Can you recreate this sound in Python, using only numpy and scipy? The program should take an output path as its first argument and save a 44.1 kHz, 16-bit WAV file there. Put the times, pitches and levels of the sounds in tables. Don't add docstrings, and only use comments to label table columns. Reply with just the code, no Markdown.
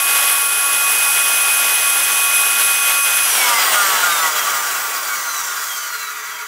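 import sys
import numpy as np
from scipy import signal
from scipy.fft import rfft, irfft
from scipy.io import wavfile

SR = 44100
rng = np.random.default_rng(int(sys.argv[2]) if len(sys.argv) > 2 else 0)


def generate_wav(signal):
    frames = np.transpose(np.atleast_2d(signal))
    scaled = np.clip(frames, -1, 1) * 32767
    pcm = np.round(scaled).astype(np.int16)
    wavfile.write(sys.argv[1], SR, pcm)


def level_to_linear(level):
    exponent = np.asarray(level, float) / 20
    return 10 ** exponent


N = 285327
SLOW = 40

# t/s, brush scrape level/dB, low rumble lift/dB, shaft orders level/dB
SHAKE = [
    (0, -2.5, 1.5, -0.5),
    (3.2, -5, 0, -4),
    (3.45, 8.5, 3.5, -7),
    (3.7, 9.5, 3.5, -2),
    (4.15, 9, 5, 3.5),
    (4.4, 8.5, 6.5, -0.5),
    (4.95, 4.5, 6.5, -3),
    (5.55, 3.5, 4.5, -6),
    (6.0, 4, 0, -12.5),
    (6.47, 2, 0, -13),
]


def rms_one(x):
    return x / np.sqrt(np.mean(x ** 2) + 1e-20)


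def in_time(rows):
    s, *columns = np.transpose(rows)
    return [np.interp(np.arange(N) / SR, s, c) for c in columns]


def bumps(rows, width_s):
    t = np.arange(N) / SR
    return sum(db * np.exp(-.5 * ((t - s) / width_s) ** 2) for s, db in rows)


def drift(rate):
    r = np.exp(-2 * np.pi * SLOW * rate / SR)
    warm_up = 2000
    noise = rng.standard_normal(N // SLOW + 1 + warm_up)
    return rms_one(signal.lfilter([1], [1, -2 * r, r * r], noise)[warm_up:])


def swell(db):
    return np.interp(np.arange(N) / SLOW, np.arange(len(db)), level_to_linear(db))


def resonate(x, hz, width_hz):
    r = np.exp(-np.pi * width_hz / SR)
    feedback = [1, -2 * r * np.cos(2 * np.pi * hz / SR), r * r]
    return signal.lfilter(np.array([1, 0, -1]) * (1 - r * r) / 2, feedback, x)


def modes(x, table, through_db):
    out = level_to_linear(through_db) * x
    for k, (hz, width, db) in enumerate(table):
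        out = out + (-1) ** k * level_to_linear(db) * resonate(x, hz, width)
    return out


def response(table, hz, through_db):
    power = level_to_linear(2 * through_db)
    for centre, width, db in table:
        power = power + level_to_linear(2 * db) / (1 + (2 * (hz - centre) / width) ** 2) ** 2
    return np.sqrt(power)


def orders(table, speed, wobble_db, rate):
    angle = 2 * np.pi * np.cumsum(speed) / SR
    out = 0
    for k, db in table:
        sine = np.sin(k * angle + 2 * np.pi * rng.random())
        audible = k * speed < .4 * SR
        out = out + swell(db + wobble_db * drift(rate)) * sine * audible
    return np.sqrt(2) * out


def sliding(table, resonances, through_db, speed, wobble_db, rate):
    slow = np.arange(0, N, SLOW)
    out = 0
    for k, db in table:
        gain = np.interp(np.arange(N), slow, response(resonances, k * speed[slow], through_db))
        out = out + gain * orders([(k, db)], speed, wobble_db, rate)
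    return out


def banded_noise(spectrum, patchy_db, gust, lift_db=0, lift_hz=900):
    hz_points, db_points = np.transpose(spectrum)
    octaves = np.log2(hz_points[-1] / hz_points[0])
    edges = hz_points[0] * 2 ** np.arange(0, octaves + 1 / 3, 1 / 3)
    white = rng.standard_normal((2, N)) * np.sqrt(SR / 2)
    out = 0
    for k, (low, high) in enumerate(zip(edges, edges[1:])):
        band_pass = signal.butter(2, [low, min(high, .45 * SR)], "band", fs=SR, output="sos")
        band = signal.sosfilt(band_pass, white[k % 2])
        level_db = np.interp(np.log(low * high) / 2, np.log(hz_points), db_points)
        level_db = level_db + lift_db * (low < lift_hz)
        out = out + swell(level_db + patchy_db * (gust + 0.66 * drift(11.4))) * band
    return out


def narrow_noise(length, hz, width_hz):
    warm_up = 2000
    noise = rng.standard_normal(length + warm_up)
    return rms_one(resonate(resonate(noise, hz, width_hz), hz, width_hz)[warm_up:])


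def room_rumble():
    # f/Hz, level/dB per Hz
    spectrum = [(22, -113), (60, -98), (130, -89), (250, -88), (420, -83), (800, -99)]
    return banded_noise(spectrum, patchy_db=2.0, gust=drift(2.2))


def side_flickers():
    # t/s, low f/Hz, high f/Hz, level/dB
    flickers = [(0.257, 14470, 15700, -30), (0.815, 9560, 11800, -21), (0.816, 13006, 14470, -31),
                (1.328, 4220, 5167, -34), (1.373, 14384, 15700, -34), (1.743, 10249, 11800, -20),
                (1.839, 6287, 7665, -32), (1.862, 8957, 10422, -27), (2.137, 11627, 13092, -31),
                (2.649, 7579, 9043, -28), (2.674, 9560, 11800, -20), (2.674, 14470, 15700, -32),
                (3.136, 11714, 13092, -31), (3.252, 13092, 14470, -34), (3.253, 4220, 5254, -31),
                (3.253, 11025, 12403, -26), (3.484, 4565, 5770, -28), (3.486, 13006, 14470, -31),
                (3.487, 8871, 11111, -23), (3.901, 11714, 13178, -31), (3.902, 13781, 15245, -29),
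                (3.949, 11025, 12489, -31), (4.228, 5684, 7665, -26), (4.228, 13781, 15159, -30),
                (4.229, 8957, 11111, -31), (4.53, 11025, 13781, -33), (4.597, 11714, 13092, -33),
                (4.6, 5684, 7665, -30), (4.715, 12403, 13781, -33), (5.095, 13781, 15700, -32)]
    out, size = np.zeros(N), 2048
    hz = np.fft.rfftfreq(size, 1 / SR)
    window = signal.windows.kaiser_bessel_derived(size, 4 * np.pi)
    for s, low, high, db in flickers:
        spectrum = rfft(rng.standard_normal(size)) * (hz > low) * (hz < high)
        at = int(s * SR) - size // 2
        out[at:at + size] += level_to_linear(db - 2.0) * window * rms_one(irfft(spectrum))
    return out


def air(gust):
    # t/s, air flow level/dB, outlet opening level/dB
    flow = [(0, -25.5, -2.5), (.12, -26.5, -1), (.32, -27, -1.5), (.5, -29, -2), (1.0, -26.5, -2),
            (3.15, -26.5, -2), (3.35, -24, -2), (3.6, -24.5, -4), (3.93, -26, -2), (4.4, -30.5, -0.5),
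            (4.78, -34, 1.5), (5.46, -37.5, 2), (5.75, -38.5, 4.5), (5.9, -40.5, 2), (6.47, -43, -6)]
    # t/s, level/dB
    gusts = [(.04, -5), (.1, 1.5), (.17, 2.5), (.23, 2), (.3, 2), (.48, -1.5), (.75, 1.5), (.88, -0.5),
             (1.11, -2), (1.18, 2), (1.23, -2), (1.49, 1.5), (1.62, 0), (1.69, 1), (1.9, 0.5),
             (1.935, -1.5), (2.03, 1), (2.06, -2), (2.1, 2.5), (2.16, -1), (2.24, -0.5), (2.57, -2.5),
             (2.61, 5), (2.81, -3), (2.9, 3), (3.02, -4), (3.07, 2), (3.18, 1), (3.22, -2.5), (3.31, -1),
             (3.37, 1.5), (3.52, 0.5), (3.57, -2), (3.73, 3), (3.86, -2.5), (3.92, 1), (3.99, 1),
             (4.1, 1.5), (4.15, -1), (4.26, 2), (4.31, -2.5), (5.19, -1), (5.73, 1), (5.87, 0)]
    # f/Hz, level/dB per Hz
    rush_spectrum = [(22, -101), (60, -100), (120, -86.5), (250, -75.5), (420, -68), (850, -57.5),
                     (1450, -56), (1800, -52.5), (2200, -58), (3300, -54.5), (4000, -65), (5600, -76)]
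    # f/Hz, level/dB per Hz
    hiss_spectrum = [(3000, -108), (4300, -66), (5600, -58.5), (7600, -65), (8600, -59), (10800, -64.5),
                     (13500, -61.5), (15000, -59), (17000, -64.5)]
    flow_db, outlet_db = in_time(flow)
    puffs_db = bumps(gusts, width_s=0.019)
    rumble_lift_db = in_time(SHAKE)[1][::SLOW]
    rush = banded_noise(rush_spectrum, patchy_db=.45, gust=gust, lift_db=rumble_lift_db)
    hiss = banded_noise(hiss_spectrum, patchy_db=.3, gust=gust)
    rush_gain = level_to_linear(flow_db + puffs_db + 26)
    hiss_gain = level_to_linear(flow_db + outlet_db + 0.53 * puffs_db + 28.0)
    return rush_gain * rush + hiss_gain * hiss


def brushes(gust):
    # f/Hz, level/dB per Hz
    scrape_spectrum = [(500, -75), (900, -72), (1300, -56.5), (2200, -53), (3300, -71.5), (5000, -59),
                       (7000, -59.5), (9000, -63), (16000, -61)]
    # f/Hz, width/Hz, level/dB
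    cover_modes = [(947, 9.6, -3), (1135, 54, 2.5), (1257, 100, -4), (1300, 44, 1.5), (1417, 29, 0),
                   (1540, 27, -2.5), (1590, 90, -11), (1938, 73, -4.5), (2293, 45, -15)]
    # f/Hz, width/Hz, level/dB
    frame_modes = [(2910, 63, -10), (3270, 57, -20), (3940, 210, -5), (4810, 51, -5), (5675, 83, -3.5),
                   (6130, 32, -4.5), (6670, 210, -4), (7680, 270, -4.5), (7770, 240, -8)]
    scrape = banded_noise(scrape_spectrum, patchy_db=1.5, gust=gust)
    frame_fade_db = np.interp(np.arange(N) / SR, [5.75, 6.3], [0, -3])
    frame = level_to_linear(frame_fade_db) * modes(scrape, frame_modes, through_db=-57)
    cover = modes(scrape, cover_modes, through_db=-17.5)
    return level_to_linear(in_time(SHAKE)[0]) * (cover - frame)


def bench(x):
    # f/Hz, width/Hz, depth 0-1
    echo_dips = [(695, 840, 0.13), (995, 93, 0.19), (1823, 96, .5), (2380, 87, 0.48), (2820, 36, 0),
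                 (3620, 79, 0.36), (5160, 320, 0.27), (6760, 110, 0.57)]
    # f/Hz, width/Hz, depth 0-1
    late_dips = [(5260, 380, 0.65), (4200, 300, 0.2), (650, 390, 0.3), (2830, 450, 0.23), (8050, 980, 0.5),
                 (9900, 900, 0.2), (11900, 900, .3), (7100, 400, .3)]
    for hz, width, depth in echo_dips:
        x = x - depth * resonate(x, hz, width)
    settled = np.interp(np.arange(N) / SR, [4.65, 6.7], [0, 1])
    for hz, width, depth in late_dips:
        x = x - settled * depth * resonate(x, hz, width)
    return x


def inlet():
    # f/Hz, width/Hz, level/dB
    cavities = [(9480, 260, -13), (11800, 450, -14), (10640, 260, -4), (10865, 130, -3), (11220, 300, -7),
                (11450, 390, -9), (10900, 1800, -3.5)]
    # t/s, level/dB
    surges = [(.3, 4), (1.03, 4), (1.54, 3), (1.9, 3), (2.31, -2), (2.35, 5.5), (2.68, -4), (2.71, 4),
              (3.12, -1), (3.17, 3), (3.24, 0)]
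    # start t/s, end t/s, f/Hz, width/Hz,
    # level/dB
    patches = [(-.1, 3.95, 8350, 1300, -30), (-.1, 1.62, 9520, 250, -32), (1.62, 3.3, 9500, 500, -36),
               (1.62, 3.3, 9750, 400, -37), (3.3, 3.6, 9400, 900, -32), (3.6, 3.86, 9320, 50, -29),
               (3.58, 3.8, 14850, 700, -27), (3.8, 4.0, 14200, 350, -31), (5.6, 6.6, 640, 40, -58),
               (5.88, 6.16, 2270, 70, -44), (5.88, 6.4, 1950, 50, -43), (4.3, 5.2, 15000, 900, -37),
               (4.1, 4.3, 11050, 600, -31), (.28, 2.6, 15010, 90, -36.5), (.55, 3.45, 10100, 700, -30),
               (-.1, .55, 10100, 700, -37), (3.63, 3.85, 9080, 50, -31), (1.15, 1.62, 9900, 800, -29),
               (4.21, 4.28, 1960, 25, -25), (5.15, 5.55, 6100, 700, -36), (-.1, 6.6, 428, 30, -54.5),
               (4.1, 4.8, 135, 30, -64), (-.1, .42, 11430, 350, -27), (.82, .88, 11400, 400, -27),
               (1.11, 1.19, 11450, 500, -28), (1.59, 1.73, 11400, 450, -26), (2.15, 2.31, 11250, 400, -28),
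               (2.57, 2.67, 11350, 400, -27), (2.84, 2.94, 11300, 400, -25), (3.1, 3.22, 11250, 400, -27),
               (1.92, 2.07, 10100, 600, -29), (2.6, 3.25, 15020, 80, -40), (.1, .45, 12790, 40, -43),
               (3.55, 3.72, 4800, 90, -38), (3.7, 4.15, 170, 80, -56), (5.55, 5.8, 13100, 600, -43),
               (4.95, 5.02, 4850, 50, -37), (4.45, 4.5, 4850, 50, -37), (5.6, 6.6, 950, 30, -50),
               (4.97, 5.05, 1420, 25, -28), (4.45, 4.52, 1150, 25, -28), (4.0, 5.3, 15500, 500, -40)]
    t = np.arange(N) / SR
    blown = 0
    for hz, width, db in cavities:
        blown = blown + swell(db + 1.8 * drift(12.0)) * narrow_noise(N, hz, width)
    sag_db = np.interp(t, [3.32, 3.47, 3.5, 3.9], [0, -8, -9, -38])
    out = level_to_linear(-19.5 + bumps(surges, width_s=0.0055) + sag_db) * rms_one(blown)
    for start, end, hz, width, db in patches:
        span = slice(max(int(start * SR), 0), min(int(end * SR), N))
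        gate = np.clip(np.minimum(t - start, end - t) / 0.018, 0, 1)[span]
        level = swell(db + 1.9 * drift(9.3))[span]
        out[span] += level * gate * narrow_noise(len(gate), hz, width)
    return out


def coasting():
    full_speed, off_s, current_dies_s = 278.1, 3.2435, .018
    friction, oil_drag, fan_drag = 27.57, .093, .001543
    shift = oil_drag / (2 * fan_drag)
    scale = np.sqrt(friction / fan_drag - shift ** 2)
    since = current_dies_s * np.logaddexp(0, (np.arange(N) / SR - off_s) / current_dies_s)
    return scale * np.tan(np.arctan((full_speed + shift) / scale) - scale * fan_drag * since) - shift


def magnetic_hum(speed):
    pulls = [(1, -63), (6, -43), (12, -48), (18, -48), (20, -49), (27, -49), (39.22, -42), (49.34, -48),
             (50.46, -49), (21, -49), (23, -48), (24, -46), (25, -46), (36.27, -45), (39.1, -40),
             (40.1, -42), (46.02, -47), (46.4, -42), (46.77, -47), (50, -46), (54.01, -46)]
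    current_db = np.interp(np.arange(N) / SR, [3.22, 3.5], [0, -30])
    return level_to_linear(current_db) * orders(pulls, speed, wobble_db=3.0, rate=4.3)


def bearing_whirl(speed):
    whirl_orders = [(3, -35), (4, -36), (4.035, -23)]
    # f/Hz, width/Hz, level/dB
    base = [(619, 39, 3.5), (970, 82, 2), (1010, 60, -10), (1055, 74, -6), (1095, 67, -3), (1143, 76, -4.5)]
    # t/s, level/dB
    strength = [
        (0, -2),
        (3.2, -3),
        (3.4, -7),
        (3.55, 0),
        (3.9, -1),
        (4.15, -19),
    ]
    # t/s, level/dB
    falters = [(.4, -2), (.55, -14), (.77, -8), (.99, -15), (1.15, -13), (1.36, -5), (1.55, -4),
               (1.78, -10), (2.03, -16), (2.35, -10), (2.55, -6), (2.75, -7), (3.1, -14)]
    level_db = in_time(strength)[0] + bumps(falters, width_s=0.023)
    return level_to_linear(level_db) * sliding(whirl_orders, base, -29, speed, wobble_db=1.9, rate=11.6)


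def bearing_rattle(speed):
    rattle_orders = [(6, -18.5), (7.03, -19), (8.03, -19.5)]
    # f/Hz, width/Hz, level/dB
    end_cap = [(940, 49, -8), (1125, 79, -2.5), (1200, 66, -0.5), (1310, 78, -2), (1420, 72, 2),
               (1540, 55, -5)]
    # t/s, level/dB
    loose = [(3.2, -20), (3.45, -12), (3.53, -9), (3.7, -9), (3.77, 1), (3.86, -1), (4.0, -7), (4.07, -2),
             (4.25, -2), (4.35, -10), (4.48, -5), (4.6, -8), (5.0, -14), (5.3, -40)]
    return level_to_linear(in_time(loose)[0]) * sliding(rattle_orders, end_cap, -25, speed, wobble_db=2.0, rate=17.0)


def fifth_order(speed):
    fifth = [(5.032, -30.5)]
    # f/Hz, width/Hz, level/dB
    bell = [(1426, 120, 2.5), (1260, 100, -7), (1180, 57, 8.5), (1104, 72, 2.5), (934, 63, 2.5)]
    fade_db = np.interp(np.arange(N) / SR, [4.1, 4.6], [0, -40])
    return level_to_linear(fade_db) * sliding(fifth, bell, -27, speed, wobble_db=1.5, rate=18.0)


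def commutator_bars(speed):
    bar_orders = [(22, -30), (44, -35), (65, -42), (66, -35), (67, -42)]
    # multiple of shaft speed, level/dB
    edge_orders = [(87, -40), (88, -32.5), (89, -40), (110, -39)]
    # f/Hz, width/Hz, level/dB
    shell = [(1250, 200, -6), (1450, 120, -5), (1960, 120, -7), (2230, 110, -4), (2480, 130, -5),
             (2720, 90, -2), (3260, 150, 1), (3690, 220, 2), (4000, 120, -1), (4250, 200, -5),
             (4950, 260, -1), (5750, 600, 1), (6200, 260, -6)]
    # f/Hz, width/Hz, level/dB
    holder = [(2350, 250, -4), (2700, 90, -1), (3020, 80, 0), (3245, 110, 5), (3420, 200, -5),
              (3620, 160, -6), (3930, 110, 1), (4070, 70, 1), (4230, 100, -3), (4380, 100, -4),
              (4660, 300, -5), (5150, 300, -8), (5720, 350, 2), (6150, 400, 1), (6950, 200, -5),
              (7420, 300, -1), (7800, 200, 0), (8300, 200, -2), (6650, 150, -3), (9300, 350, -5),
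              (10250, 600, -8), (11300, 700, -3), (12240, 300, -11), (14400, 900, -2)]
    # t/s, level/dB
    seats = [(0, -8), (.45, -11), (.75, -1.5), (3.2, 3), (4.25, 0.5), (4.5, -3), (4.75, -3), (5.0, 1),
             (5.7, -1), (6.1, -1), (6.3, -10), (6.47, -15)]
    # t/s, level/dB
    bounce = [
        (4.6, -12),
        (4.8, -4),
        (5.0, -8),
        (5.35, -8),
        (5.45, 0),
        (5.6, -2),
        (5.85, -4),
        (5.93, -18),
    ]
    lowest = sliding(bar_orders[:1], shell, -18, speed, wobble_db=1.6, rate=14.0)
    upper = sliding(bar_orders[1:], holder, -13, speed, wobble_db=1.6, rate=14.0)
    edges = sliding(edge_orders, holder, -12, speed, wobble_db=1.6, rate=14.0)
    return level_to_linear(in_time(seats)[0]) * (lowest + upper + level_to_linear(in_time(bounce)[0]) * edges)


def fan_blades(speed):
    # t/s, level/dB
    strength = [(0, -24.5), (.3, -22.5), (.5, -26.5), (.7, -24), (.9, -21.5), (1.3, -22.5), (1.45, -22),
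                (2.0, -24.5), (2.1, -23.5), (2.3, -20.5), (2.6, -22), (2.9, -21.5), (3.2, -23.5),
                (3.6, -21.5), (4.2, -22), (4.7, -27), (5.0, -42), (5.5, -65)]
    # f/Hz, width/Hz, level/dB
    duct = [(2500, 94, -0.5), (2240, 140, 0.5), (2057, 79, 1.5), (1930, 50, -2), (1780, 100, -9),
            (1670, 110, -6), (1543, 42, 1), (1435, 54, -3), (1175, 340, -1.5)]
    return level_to_linear(in_time(strength)[0]) * sliding([(9, 0)], duct, -28, speed, wobble_db=1.0, rate=24.0)


def shaken_cover(speed):
    # multiple of shaft speed, level/dB
    shaft_orders = [(3, -19), (10, -26), (11, -29.5), (12, -26.5), (13, -26.5), (14, -30), (15, -27.5),
                    (16.1, -33), (17, -26), (18, -29), (19, -37), (20, -23.5), (21, -26.5), (23, -38),
                    (24, -38), (25, -40), (26, -32), (27, -38), (28, -41), (29, -36), (30.3, -24)]
    # f/Hz, width/Hz, level/dB
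    cover_modes = [(948, 17, -7), (1144, 73, 2.5), (1230, 110, -4), (1296, 37, -4.5), (1423, 31, 0.5),
                   (1538, 37, -1.5), (1617, 87, -12), (1954, 54, -8), (2280, 90, -17)]
    shake = level_to_linear(in_time(SHAKE)[2]) * orders(shaft_orders, speed, wobble_db=2.8, rate=11.0)
    radiates = signal.butter(3, [800, 2600], "band", fs=SR, output="sos")
    return signal.sosfilt(radiates, modes(shake, cover_modes, through_db=-21))


def rotor(speed):
    bearing = bearing_whirl(speed) + bearing_rattle(speed) + fifth_order(speed)
    tones = magnetic_hum(speed) + commutator_bars(speed) + fan_blades(speed)
    return bearing + tones + shaken_cover(speed)


def scene():
    gust = drift(22.0)
    noise = bench(air(gust) + brushes(gust))
    mono = room_rumble() + noise + inlet() + rotor(coasting())
    return np.tile(mono, (2, 1))


def band_limit(x):
    return signal.sosfilt(signal.butter(12, 16650, fs=SR, output="sos"), x)


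def record(dry):
    top_cut = signal.ellip(12, .5, 70, 15720, fs=SR, output="sos")
    mix = signal.sosfilt(top_cut, dry) + side_flickers() * [[1], [-1]]
    return band_limit(mix)


dry = scene()
out = record(dry)
generate_wav(out)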